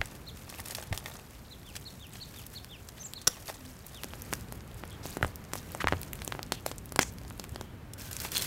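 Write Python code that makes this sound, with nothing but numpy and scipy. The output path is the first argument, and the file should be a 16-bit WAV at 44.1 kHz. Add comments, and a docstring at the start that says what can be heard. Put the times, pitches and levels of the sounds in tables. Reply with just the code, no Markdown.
"""Cooking fire in an earth pit

Outdoors, one microphone close to the pit. Dry brushwood rustles and knocks as it is laid in, and a twig
snaps fibre after fibre; small birds call farther off. Then the wood blazes: gas pockets pop, bark ticks,
sap boils and steam spits from the cracks. At last a stick is pushed through the brittle charcoal."""
import sys
import numpy as np
from scipy import signal
from scipy.fft import rfft, irfft, next_fast_len
from scipy.io import wavfile
from scipy.ndimage import uniform_filter1d

SR = 44100
rng = np.random.default_rng(int(sys.argv[2]) if len(sys.argv) > 2 else 0)


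def put_to_file(sound):
    """Save the sound as 16-bit audio at rate SR, in the file named by the first command-line argument."""
    columns = np.atleast_2d(sound).T  # one column per channel
    safe = np.clip(columns, -1, 1)
    whole_steps = np.round(safe * 32767)
    wavfile.write(sys.argv[1], SR, whole_steps.astype(np.int16))


N = 373086
AIR_DB, CUTOFF_HZ = -66.5, 15750   # steady outdoor hiss; upper edge of the treble

# Spectra of the flame's rumble and flutter, of hiss, and of the echo off trees and banks round the pit.
# Each row: frequency in Hz, relative level in dB.
RUMBLE_COLOUR = [(18, -37), (35, -6.5), (60, 0.5), (100, 0), (160, -4.5), (250, -10), (400, -19.5),
                 (800, -47)]
FLUTTER_COLOUR = [(200, 0.5), (400, 4), (800, -1), (1600, -4.5), (2500, -9), (4500, -18), (10000, -42)]
HISS_COLOUR = [(900, -2.5), (2000, 0), (3500, -3), (5000, -1.5), (7000, -1), (10000, -3), (13000, 0),
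               (15500, -5.5)]
ECHO_COLOUR = [(60, 12.5), (300, 6), (1500, -0.5), (3300, 2.5), (7000, -0.5), (15000, 2)]
# The fire's breath. Each row: time in seconds, relative levels of rumble and of flutter in dB.
FLAME_LEVELS = [(0.0, -50, -53.5), (0.42, -51, -55), (0.87, -50, -53.5), (1.36, -52, -56.5),
                (1.86, -50.5, -57.5), (3.18, -53.5, -56), (3.89, -53, -55.5), (4.24, -46.5, -52),
                (4.69, -47.5, -53.5), (5.07, -47, -50.5), (5.54, -49, -53.5), (5.75, -46, -50),
                (6.83, -47.5, -55), (7.63, -46.5, -53.5), (7.94, -49.5, -54.5), (8.46, -48, -49.5)]
# Faint birds far away. Each row: start and length in seconds, pitch in Hz, level in dB.
FAR_CALLS = [(3.548, 0.207, 255.9, -58.5), (7.522, 0.234, 3163, -68), (7.888, 0.46, 1574, -62)]
# A bird's short arched chips.
# Each row: start in seconds, top pitch in Hz, last pitch as a share of the top, level in dB.
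BIRD_CHIPS = [(0.263, 4276, 0.712, -48.5), (1.503, 4221, 0.74, -52), (1.85, 4392, 0.766, -47),
              (2.202, 4503, 0.77, -45.5), (2.548, 4495, 0.68, -46), (2.994, 6430, .9, -47),
              (3.034, 7650, 0.84, -44), (3.15, 4390, 0.753, -47)]
# Falling slurs, mostly after a chip. Each row: start in seconds, top pitch in Hz, level in dB.
BIRD_SLURS = [(1.64, 3560, -57), (1.991, 3710, -54.5), (2.345, 3685, -57), (2.688, 3635, -52.5),
              (3.288, 3614, -59.5), (3.931, 3763, -55)]

# How a dry stick, the bundle and charcoal ring.
# Each row: frequency in Hz, relative level in dB, time to fall 60 dB (t60) in seconds.
STICK_MODES = [(190, -29, .025), (330, -26, .02), (495, -25, .02), (720, -29, .014), (1340, -30, .02),
               (1495, -28, .024), (1880, -32, .016), (3880, -36, .012), (5845, -26, .013),
               (6475, -29, .012), (7460, -29, .012), (8030, -34, .01), (11010, -34, .01), (12160, -34, .01)]
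BUNDLE_MODES = [(710, 0, 0.0142), (884, 1.5, 0.0172), (1180, 4.5, 0.0105), (1836, -1.5, 0.0247),
                (2043, -4, 0.0113), (2492, -15.5, 0.013), (3606, -2, 0.0093)]
CHARCOAL_MODES = [(1740, -37.5, 0.0126), (2650, -45, .01), (3462, -32, 0.0195), (4192, -29.5, 0.0143),
                  (5780, -41, 0.0098), (8560, -29, 0.0082)]
# Hands move the brushwood. Each row: start and length in seconds, rustle and scraping in dB.
HANDLING = [(0.0, 0.136, -56.5, -58.5), (.35, 0.18, -59, -69.5), (.48, 0.122, -48, -53),
            (.65, 0.1833, -49, -56), (.925, 0.056, -50.5, -46), (1.02, 0.1585, -52, -54),
            (1.18, 0.214, -65, -75.5), (1.66, 0.303, -60, -65), (2.125, 0.165, -54, -72),
            (2.34, 0.0744, -51, -73), (2.51, 0.0405, -53, -68.5), (2.96, 0.11, -56.5, -64),
            (3.29, 0.19, -56, -60), (3.465, 0.0278, -42.5, -48.5), (3.55, 0.166, -57, -78.5),
            (3.84, 0.142, -58, -64.5)]
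# A stick pushes into the coals. Each row: start and length in seconds, crunch and grinding in dB.
COAL_PUSHES = [(7.98, 0.091, -46.5, -59), (8.11, 0.082, -46.5, -70), (8.2, 0.054, -38.5, -58.5),
               (8.315, .03, -39, -47), (8.348, 0.0194, -34, -37.5), (8.41, .05, -35, -49.5)]
# Brushwood cracking, the fibres of the snapping twig, and charcoal breaking.
# Each row: start in seconds, relative level in dB, centre in Hz, t60 in seconds.
STICK_CRACKS = [(0.0568, -38.5, 6000, 0.022), (0.596, -46, 1190, 0.0144), (0.6595, -40.5, 6480, 0.031),
                (0.6841, -31.5, 6524, 0.0073), (0.7083, -33, 5300, 0.029), (0.7492, -29, 4800, 0.028),
                (0.7837, -37.5, 1300, 0.0308), (0.9269, -32, 1180, 0.0288), (0.9765, -23, 5270, 0.00466),
                (1.0594, -35.5, 2400, 0.0167), (1.7536, -38.5, 2700, 0.042), (1.7641, -33.5, 4170, 0.0302),
                (2.4651, -37, 12100, 0.0183), (2.6456, -32.5, 4300, 0.00373), (2.8877, -38.5, 4650, 0.0226),
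                (3.1359, -25, 6500, 0.0028), (3.2152, -43.5, 4800, 0.053), (3.4985, -33.5, 905, 0.018),
                (3.8656, -38.5, 11900, 0.021)]
TWIG_FIBRES = [(3.2712, -19, 5400, 0.0141), (3.2743, -18, 6900, 0.0267), (3.2767, -8, 6120, 0.00487),
               (3.2786, -19, 5760, 0.0063)]
COAL_BREAKS = [(7.935, -35, 9200, 0.0212), (8.1302, -26.5, 6360, 0.0065), (8.1668, -22.5, 6200, 0.0044),
               (8.2017, -24.5, 5230, 0.0037), (8.249, -30.5, 990, 0.035), (8.3188, -26.5, 8900, 0.0091),
               (8.3636, -29, 3000, 0.0116), (8.3693, -20.5, 3800, 0.0116), (8.3801, -17.5, 12700, 0.0057),
               (8.4214, -25.5, 5800, 0.0305)]
# One stick drops squarely on another; a lump of charcoal is knocked aside.
# Each row: start in seconds, relative level in dB.
STICK_KNOCKS = [(0.9269, -16), (1.0596, -17.5), (1.0666, -26.5)]
COAL_CLINKS = [(8.3636, -17), (8.3693, -17)]
# Wood lands on soil; the pit thumps low after the big pops.
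# Each row: start in seconds, peak in dB, pitch in Hz, t60 in seconds.
THUDS = [(0.004, -23.5, 80, 0.0415), (0.912, -26, 107.4, 0.1), (0.923, -20.5, 85, 0.0322),
         (5.231, -20, 105.1, 0.059), (5.255, -27, 78, 0.09), (5.845, -28.5, 79, 0.127),
         (5.877, -26, 74.5, 0.117), (5.927, -28, 85, 0.2), (6.996, -51, 130, 0.041)]

# The pit smoulders, then blazes.
# Each row: start and length in seconds, relative levels of simmering sap and cracking bark in dB.
BURN_STAGES = [(0.0, 3.97, -60.5, -66.5), (3.97, 3.68, -63, -61.5)]
# Sap boils out of the wood. Each row: start and length in seconds, level in dB.
SAP_SIZZLES = [(4.0, 0.43, -55), (4.31, 0.042, -50), (4.52, 0.038, -58.5), (4.775, 0.0125, -51.5),
               (5.045, 0.098, -48), (5.22, 0.064, -50), (5.535, 0.05, -46), (5.6, 0.237, -54.5),
               (5.88, 0.203, -55), (6.14, 0.222, -56.5), (6.52, 0.035, -61), (6.66, 0.0376, -48),
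               (7.4, 0.033, -62)]
# The sharpest cracks in the bark. Each row: start in seconds, level in dB, centre in Hz.
BARK_TICKS = [(4.2207, -24.5, 8700), (5.0641, -27.5, 6360), (5.3581, -26, 11900), (5.7198, -30, 11400),
              (6.0155, -23, 12700), (6.032, -24, 6960), (6.155, -32.5, 8370), (6.2483, -22.5, 9650),
              (6.43, -22, 6060), (6.7825, -26.5, 8550), (6.8578, -29, 13000), (7.1241, -37, 11600),
              (7.1848, -33, 4150), (7.301, -33, 7650)]
# Jets of steam. Each row: start and length in seconds, level in dB, opening and closing pitch in Hz, Q.
STEAM_JETS = [(4.903, 0.0634, -57, 3350, 3350, 20), (5.026, 0.036, -51.5, 4500, 5470, 3.2),
              (5.8, 0.0267, -34, 1890, 1395, 4.36), (5.881, 0.00797, -27.5, 1840, 1303, 8.5),
              (5.928, 0.00316, -39, 1800, 1400, 2.9), (6.526, 0.0348, -47.5, 4500, 3500, 1.0),
              (6.549, 0.054, -56, 3200, 2950, 6.4), (7.006, 0.0319, -33.5, 6940, 6520, 5),
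              (7.007, 0.0155, -35.5, 1810, 2500, 1.85), (7.015, 0.099, -52, 6900, 6760, 3.2)]
# The larger gas pockets bursting. Each row: start in seconds, the pulse's peak in dB, centre in Hz and Q,
# then the splintering's level in dB, centre in Hz and t60 in seconds.
GAS_POPS = [(0.015, -13, 1888, 2.9, -32, 3500, 0.00235), (0.017, -27, 686, 2.92, -45, 2500, 0.003),
            (4.0353, -20, 2490, 0.55, -23.5, 11200, 0.00145), (4.0437, -29, 320, 1.13, -23, 6800, 0.0017),
            (4.1358, -24, 920, 0.2, -52.5, 3600, 0.005), (4.3283, -14, 600, 0.276, -29, 12100, 0.0087),
            (4.3359, -18, 1900, 0.97, -17.5, 5900, 0.0051),
            (4.5239, -27.5, 399, 0.46, -30.5, 10900, 0.0069), (4.837, -22.5, 480, 0.32, -55, 1600, 0.0029),
            (5.056, -24, 330, 0.5, -35.5, 1600, 0.0041), (5.1699, -19.5, 370, 0.88, -37, 7900, 0.021),
            (5.2117, -28.5, 397, 1.52, -54.5, 2000, 0.003), (5.228, -11, 1504, 3.77, -30.5, 7200, 0.0063),
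            (5.229, -17.5, 500, 1.08, -45, 2500, 0.004), (5.247, -13.5, 430, 0.357, -50, 1600, 0.002),
            (5.5347, -18, 560, 0.286, -25.5, 7400, 0.0125), (5.5548, -25.5, 730, 1.68, -35, 10500, 0.0184),
            (5.7492, -23.5, 742, 2.34, -27.5, 7260, 0.0031), (5.8432, -12.5, 500, 0.55, -50, 1600, 0.003),
            (5.8722, -7, 1305, 1.45, -27.5, 1600, 0.0052), (5.9243, -8, 372, 0.243, -40, 7700, 0.002),
            (5.9347, -16, 590, 0.55, -32.5, 2500, 0.0018),
            (6.1322, -27.5, 2100, 1.42, -22.5, 10600, 0.00382),
            (6.2192, -23, 1900, 0.54, -35, 5900, 0.0077), (6.2776, -24.5, 330, 0.55, -16.5, 4130, 0.0014),
            (6.3231, -14.5, 1285, 0.383, -30.5, 6500, 0.00185),
            (6.3505, -24, 460, 0.58, -49.5, 1600, 0.002), (6.3925, -22, 680, 1.08, -37.5, 2900, 0.0039),
            (6.5214, -13.5, 627, 0.505, -19.5, 4030, 0.0119), (6.663, -18.5, 650, 2.06, -24, 8600, 0.0147),
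            (6.7146, -25.5, 530, 0.93, -35, 3330, 0.0256), (6.9221, -27, 450, 0.59, -30.5, 8300, 0.0079),
            (6.9609, -16, 744, 0.56, -16.5, 4330, 0.00266), (6.9917, 1, 820, 0.284, -13, 4000, 0.01),
            (7.0302, -25, 1220, 0.3, -22.5, 2100, 0.0067), (7.308, -29.5, 1060, 0.68, -54.5, 1600, 0.0048),
            (7.3971, -28.5, 331, 0.59, -27.5, 3820, 0.009), (7.441, -26.5, 1700, 0.3, -33, 12100, 0.0053),
            (7.5598, -27, 534, 1.14, -29.5, 3600, 0.00485), (7.6115, -24.5, 530, 0.87, -31, 5400, 0.0061)]


def from_db(db):
    """Decibels to gain."""
    return 10 ** (np.asarray(db) / 20)


def rms_one(x):
    """Scale to rms 1."""
    return x / np.sqrt(np.mean(x ** 2) + 1e-20)


def add(track, s, sound):
    """Mix a sound into a track at s seconds."""
    at = int(np.clip(round(s * SR), 0, N - 1))
    track[at:at + len(sound)] += sound[:N - at]


def wander(length, smooth_samples):
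    """Smoothed noise at rms 1."""
    return rms_one(uniform_filter1d(rng.standard_normal(length), size=smooth_samples))


def swells(rows, attack_s, release_s):
    """Attack, hold and release for each (start, length, dB, ..) row; one gain curve per level column."""
    t, gains = np.arange(N) / SR, 0
    for start, length, *levels_db in rows:
        attack = np.clip((t - start) / attack_s + .5, 0, 1)
        release = np.exp(-np.clip((t - start - length) / release_s, 0, 20))
        gains = np.maximum(gains, np.outer(from_db(levels_db), attack * release))
    return gains


def coloured(x, colour):
    """Give a noise a spectrum; rms 1."""
    hz, db = np.transpose(colour)
    size = next_fast_len(len(x))
    bins = np.maximum(np.fft.rfftfreq(size, 1 / SR), 1)
    gain = from_db(np.interp(np.log(bins), np.log(hz), db))
    return rms_one(irfft(rfft(x, size) * gain, size)[:len(x)])


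def resonate(x, hz, q):
    """One resonance, gain 1 at its centre."""
    w = 2 * np.pi * min(hz, CUTOFF_HZ) / SR
    damping = np.sin(w) / (2 * q)
    return signal.lfilter([damping, 0, -damping], [1 + damping, -2 * np.cos(w), 1 - damping], x + 1e-18)


def ring(x, modes):
    """A body's decaying modes, driven by x."""
    out = np.zeros(N)
    for hz, db, t60 in modes:
        r, w = from_db(-60 / (t60 * SR)), 2 * np.pi * hz / SR
        out += from_db(db) * signal.lfilter([0, np.sin(w)], [1, -2 * r * np.cos(w), r * r], x + 1e-18)
    return out


def outdoors(x, near_db, far_db, near_t60=0.0664, far_t60=0.277):
    """Direct sound, quick scatter off the ground and pit walls, then a faint tail from the trees."""
    t = np.arange(SR // 2) / SR
    echo = np.zeros(len(t))
    for db, t60, delay_s in (near_db, near_t60, .002), (far_db, far_t60, .018):
        fade = from_db(-60 * t / t60) * (t > delay_s)
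        scatter = coloured(rng.standard_normal(len(t)), ECHO_COLOUR)
        echo += from_db(db) * rms_one(scatter * fade) / np.sqrt(len(t))
    return x + signal.fftconvolve(x, echo)[:N]


def flame():
    """Moving air and flame: a low rumble and a soft flutter above it."""
    times, *levels = np.transpose(FLAME_LEVELS)
    rumble_db, flutter_db = (np.interp(np.arange(N) / SR, times, db) for db in levels)
    rumble = from_db(rumble_db + 1.5) * coloured(rng.standard_normal(N), RUMBLE_COLOUR)
    flutter = from_db(flutter_db - 0.5) * coloured(rng.standard_normal(N), FLUTTER_COLOUR)
    return rumble + flutter


def far_calls(waver=.04):
    """Held bird notes, blurred in pitch by the long way through the trees."""
    out = np.zeros(N)
    for s, length, hz, db in FAR_CALLS:
        blur = wander(SR, 200)[:int(length * SR)]
        note = np.sin(2 * np.pi * np.cumsum(hz * (1 + waver * blur)) / SR)
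        add(out, s, from_db(db) * rms_one(note * signal.windows.tukey(len(note), .5)))
    return out


def birds(chip_s=.041, slur_s=.083, waver=.015):
    """Some way off, each note is a near sine that rises, then slides down and grows reedier."""
    out = np.zeros(N)
    chips = [(s, chip_s, .85 * hz, hz, end * hz, 0.4875, db) for s, hz, end, db in BIRD_CHIPS]
    slurs = [(s, slur_s, 0.921 * hz, hz, .63 * hz, 0.34, db) for s, hz, db in BIRD_SLURS]
    for s, length, first_hz, top_hz, last_hz, top_at, db in chips + slurs:
        progress = np.linspace(0, 1, int(length * SR))
        before_top = np.maximum(1 - progress / top_at, 0)
        past_top = np.maximum(progress - top_at, 0) / (1 - top_at)
        hz = top_hz + (first_hz - top_hz) * before_top ** 1.555 + (last_hz - top_hz) * past_top ** 0.92
        tremble = wander(SR // 2, 60)[:len(progress)]
        phase = 2 * np.pi * np.cumsum(hz * (1 + waver * tremble)) / SR
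        note = np.sin(phase) + from_db(-14) * 2 * past_top * np.sin(2 * phase)
        envelope = np.sqrt(np.abs(np.sin(np.pi * progress))) * from_db(-7 * before_top - 2 * past_top)
        add(out, s, from_db(db) * rms_one(note * envelope))
    return out


def rustle(gain, grit_db, grains_per_s, size_db, surge_db):
    """Countless tiny fractures in clumps, over the smooth hiss of those too small to tell apart."""
    clumps = wander(N, 260)
    born = rng.random(N) < grains_per_s / SR
    sizes = from_db(size_db * np.minimum(rng.exponential(1, N), 3.5) - 2 * clumps)
    kicks = born * sizes * rng.choice([-1, 1], N)
    pitches = np.geomspace(2600, 14000, 10)
    band = rng.integers(0, len(pitches), N)
    grains = sum(resonate(kicks * (band == k), hz, q=8.3) / np.sqrt(hz) for k, hz in enumerate(pitches))
    hiss = coloured(rng.standard_normal(N) * from_db(surge_db * clumps), HISS_COLOUR)
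    return gain * (from_db(-0.91) * hiss + from_db(grit_db) * rms_one(grains))


def scrape(gain, modes, slips_per_s, size_db):
    """Rough surfaces catch and slip many times a second, and each slip strikes the body."""
    slips = (rng.random(N) < slips_per_s / SR) * rng.choice([-1, 1], N)
    sizes = from_db(size_db * np.minimum(rng.exponential(1, N), 4))
    return gain * rms_one(ring(slips * sizes, modes))


def strike(rows, modes, contact_hz, contact_q, gain_db):
    """A hard, short contact sets the upper modes of a body ringing."""
    blows = np.zeros(N)
    for s, db in rows:
        add(blows, s, from_db([db + gain_db]))
    return ring(resonate(blows, contact_hz, contact_q), modes)


def fractures(rows, q, ragged_db):
    """Each crack is a dying shower of tiny breaks of uneven size."""
    out, t = np.zeros(N), np.arange(SR // 12) / SR
    for s, db, hz, t60 in rows:
        breaks, sizes = rng.standard_normal((2, len(t)))
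        fade = from_db(-60 * t / t60)
        burst = resonate(breaks * from_db(ragged_db * sizes) * fade, hz, q)
        add(out, s, from_db(db) * rms_one(burst) * np.sqrt(np.mean(fade ** 2)))
    return out


def stray_cracks(gain, per_s, above_db, spread_db, low_hz, high_hz, t60):
    """Rows for fractures(): small cracks at random moments, as strong as the activity behind them."""
    when, chance, size, pitch = rng.random((400, 4)).T
    activity_db = 20 * np.log10(gain[(when * N).astype(int)] + 1e-9)
    db = activity_db + above_db + spread_db * size ** 2
    hz = low_hz * (high_hz / low_hz) ** pitch
    rows = np.transpose([when * N / SR, db, hz, t60 * (.5 + chance[::-1])])
    return rows[(chance < per_s * N / SR / len(when)) & (activity_db > -80)]


def thuds():
    """The ground answers a blow with a few low cycles."""
    out, t = np.zeros(N), np.arange(SR // 5) / SR
    for s, db, hz, t60 in THUDS:
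        add(out, s, from_db(db - 60 * t / t60) * np.sin(2 * np.pi * hz * t))
    return out


def charcoal(grinding):
    """Brittle lumps break, clink and grind under the stick."""
    breaks = fractures(COAL_BREAKS, q=0.664, ragged_db=6.5)
    ringing = from_db(-7) * ring(breaks, CHARCOAL_MODES)
    clinks = strike(COAL_CLINKS, CHARCOAL_MODES, contact_hz=4000, contact_q=1.3, gain_db=22)
    return breaks + ringing + clinks + scrape(grinding, CHARCOAL_MODES, slips_per_s=620, size_db=6.5)


def twig_snap():
    """A twig breaks fibre after fibre; as the last lets go, the halves spring back and ring."""
    snap = fractures(TWIG_FIBRES, q=.7, ragged_db=1.5)
    spring, push = np.zeros(N), np.hanning(SR // 2600)
    add(spring, TWIG_FIBRES[-1][0], from_db(-3) * push / push.sum())
    return from_db(-0.5) * snap + ring(from_db(5) * snap + spring, STICK_MODES)


def brushwood(moving, dragging):
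    """Sticks crack, knock and rub against each other, and the bundle rings briefly."""
    small = stray_cracks(moving, per_s=16, above_db=5.5, spread_db=5.5,
                         low_hz=1600, high_hz=8100, t60=0.0288)
    cracks = fractures([*STICK_CRACKS, *small], q=0.587, ragged_db=-0.5)
    ringing = from_db(-33.5) * ring(cracks, BUNDLE_MODES)
    knocks = strike(STICK_KNOCKS, BUNDLE_MODES, contact_hz=2400, contact_q=2.25, gain_db=-9.5)
    rubbing = scrape(dragging, BUNDLE_MODES, slips_per_s=600, size_db=8.5)
    return from_db(2) * cracks + ringing + knocks + rubbing


def steam_spits():
    """Steam forces a crack open; the hiss shifts in pitch as the pressure drops."""
    out = np.zeros(N)
    for s, length, db, open_hz, close_hz, q in STEAM_JETS:
        jet = rng.standard_normal(SR // 5)[:int(length * SR)]
        progress = np.linspace(0, 1, len(jet))
        hiss = (1 - progress) * resonate(jet, open_hz, q) + progress * resonate(jet, close_hz, q)
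        add(out, s, from_db(db) * rms_one(hiss * signal.windows.tukey(len(jet), .5)))
    return out


def bark(cracking, tick_t60=0.00234):
    """Burning bark ticks sharply, and small pockets deep in the pile give dull little pops."""
    sharp = [(*tick, tick_t60) for tick in BARK_TICKS]
    faint = stray_cracks(cracking, per_s=13, above_db=19.5, spread_db=9,
                         low_hz=4500, high_hz=13500, t60=0.00287)
    dull = stray_cracks(cracking, per_s=2.5, above_db=20, spread_db=5,
                        low_hz=500, high_hz=1500, t60=0.00507)
    return fractures([*sharp, *faint, *dull], q=1, ragged_db=0)


def gas_pops(edge_hz=1817, bounce_db=-12.5):
    """A bursting pocket sends out one pressure pulse, splinters the wood and thumps the pit."""
    pulses, kick = np.zeros(N), signal.unit_impulse(SR // 25)
    bounce_s = rng.uniform(0.000374, 0.0019, len(GAS_POPS))
    for (s, db, hz, q, *_), delay in zip(GAS_POPS, bounce_s):
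        soften = signal.butter(2, min(edge_hz + hz, CUTOFF_HZ), fs=SR)   # bigger pockets open slower
        pulse = signal.lfilter(*soften, resonate(kick, hz, q))
        pulse = from_db(db) * pulse / np.abs(pulse).max()
        add(pulses, s, pulse)
        # a quick reflection off the ground gives the pop a hollow tone
        add(pulses, s + delay, -from_db(bounce_db) * pulse)
    splinters = fractures([(row[0], *row[4:]) for row in GAS_POPS], q=0.92, ragged_db=-3)
    pit_thump = from_db(1) * resonate(pulses, hz=85, q=0.64)
    return pulses + splinters + pit_thump


def scene():
    """The pit is close and almost free of echo, the birds farther off; one microphone, both channels."""
    moving, dragging = swells(HANDLING, attack_s=.03, release_s=0.0374)
    crunching, grinding = swells(COAL_PUSHES, attack_s=0.0075, release_s=0.0367)
    simmer, cracking = swells(BURN_STAGES, attack_s=0.033, release_s=0.0191)
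    boiling, = swells(SAP_SIZZLES, attack_s=0.033, release_s=0.0191)
    air = from_db(AIR_DB) * coloured(rng.standard_normal(N), HISS_COLOUR) + flame()
    twigs = rustle(moving, grit_db=-5, grains_per_s=750, size_db=7.5, surge_db=6)
    sap = rustle(np.hypot(boiling, simmer), grit_db=-7, grains_per_s=1100, size_db=11.5, surge_db=2.5)
    cinders = rustle(crunching, grit_db=-7, grains_per_s=990, size_db=6, surge_db=3)
    distant = outdoors(birds() + far_calls(), near_db=-9.5, far_db=-11)
    fire = gas_pops() + steam_spits() + bark(cracking)
    tending = thuds() + charcoal(grinding) + twig_snap() + brushwood(moving, dragging)
    close = outdoors(fire + tending, near_db=-15.5, far_db=-23)
    mono = air + distant + twigs + sap + cinders + close
    return np.array([mono, mono])


def record(dry):
    """The loudest pop is rounded off and the treble is cut steeply."""
    treble_cut = signal.ellip(10, .05, 60, CUTOFF_HZ, fs=SR, output="sos")
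    return signal.sosfiltfilt(treble_cut, np.tanh(dry))


dry = scene()
out = record(dry)
put_to_file(out)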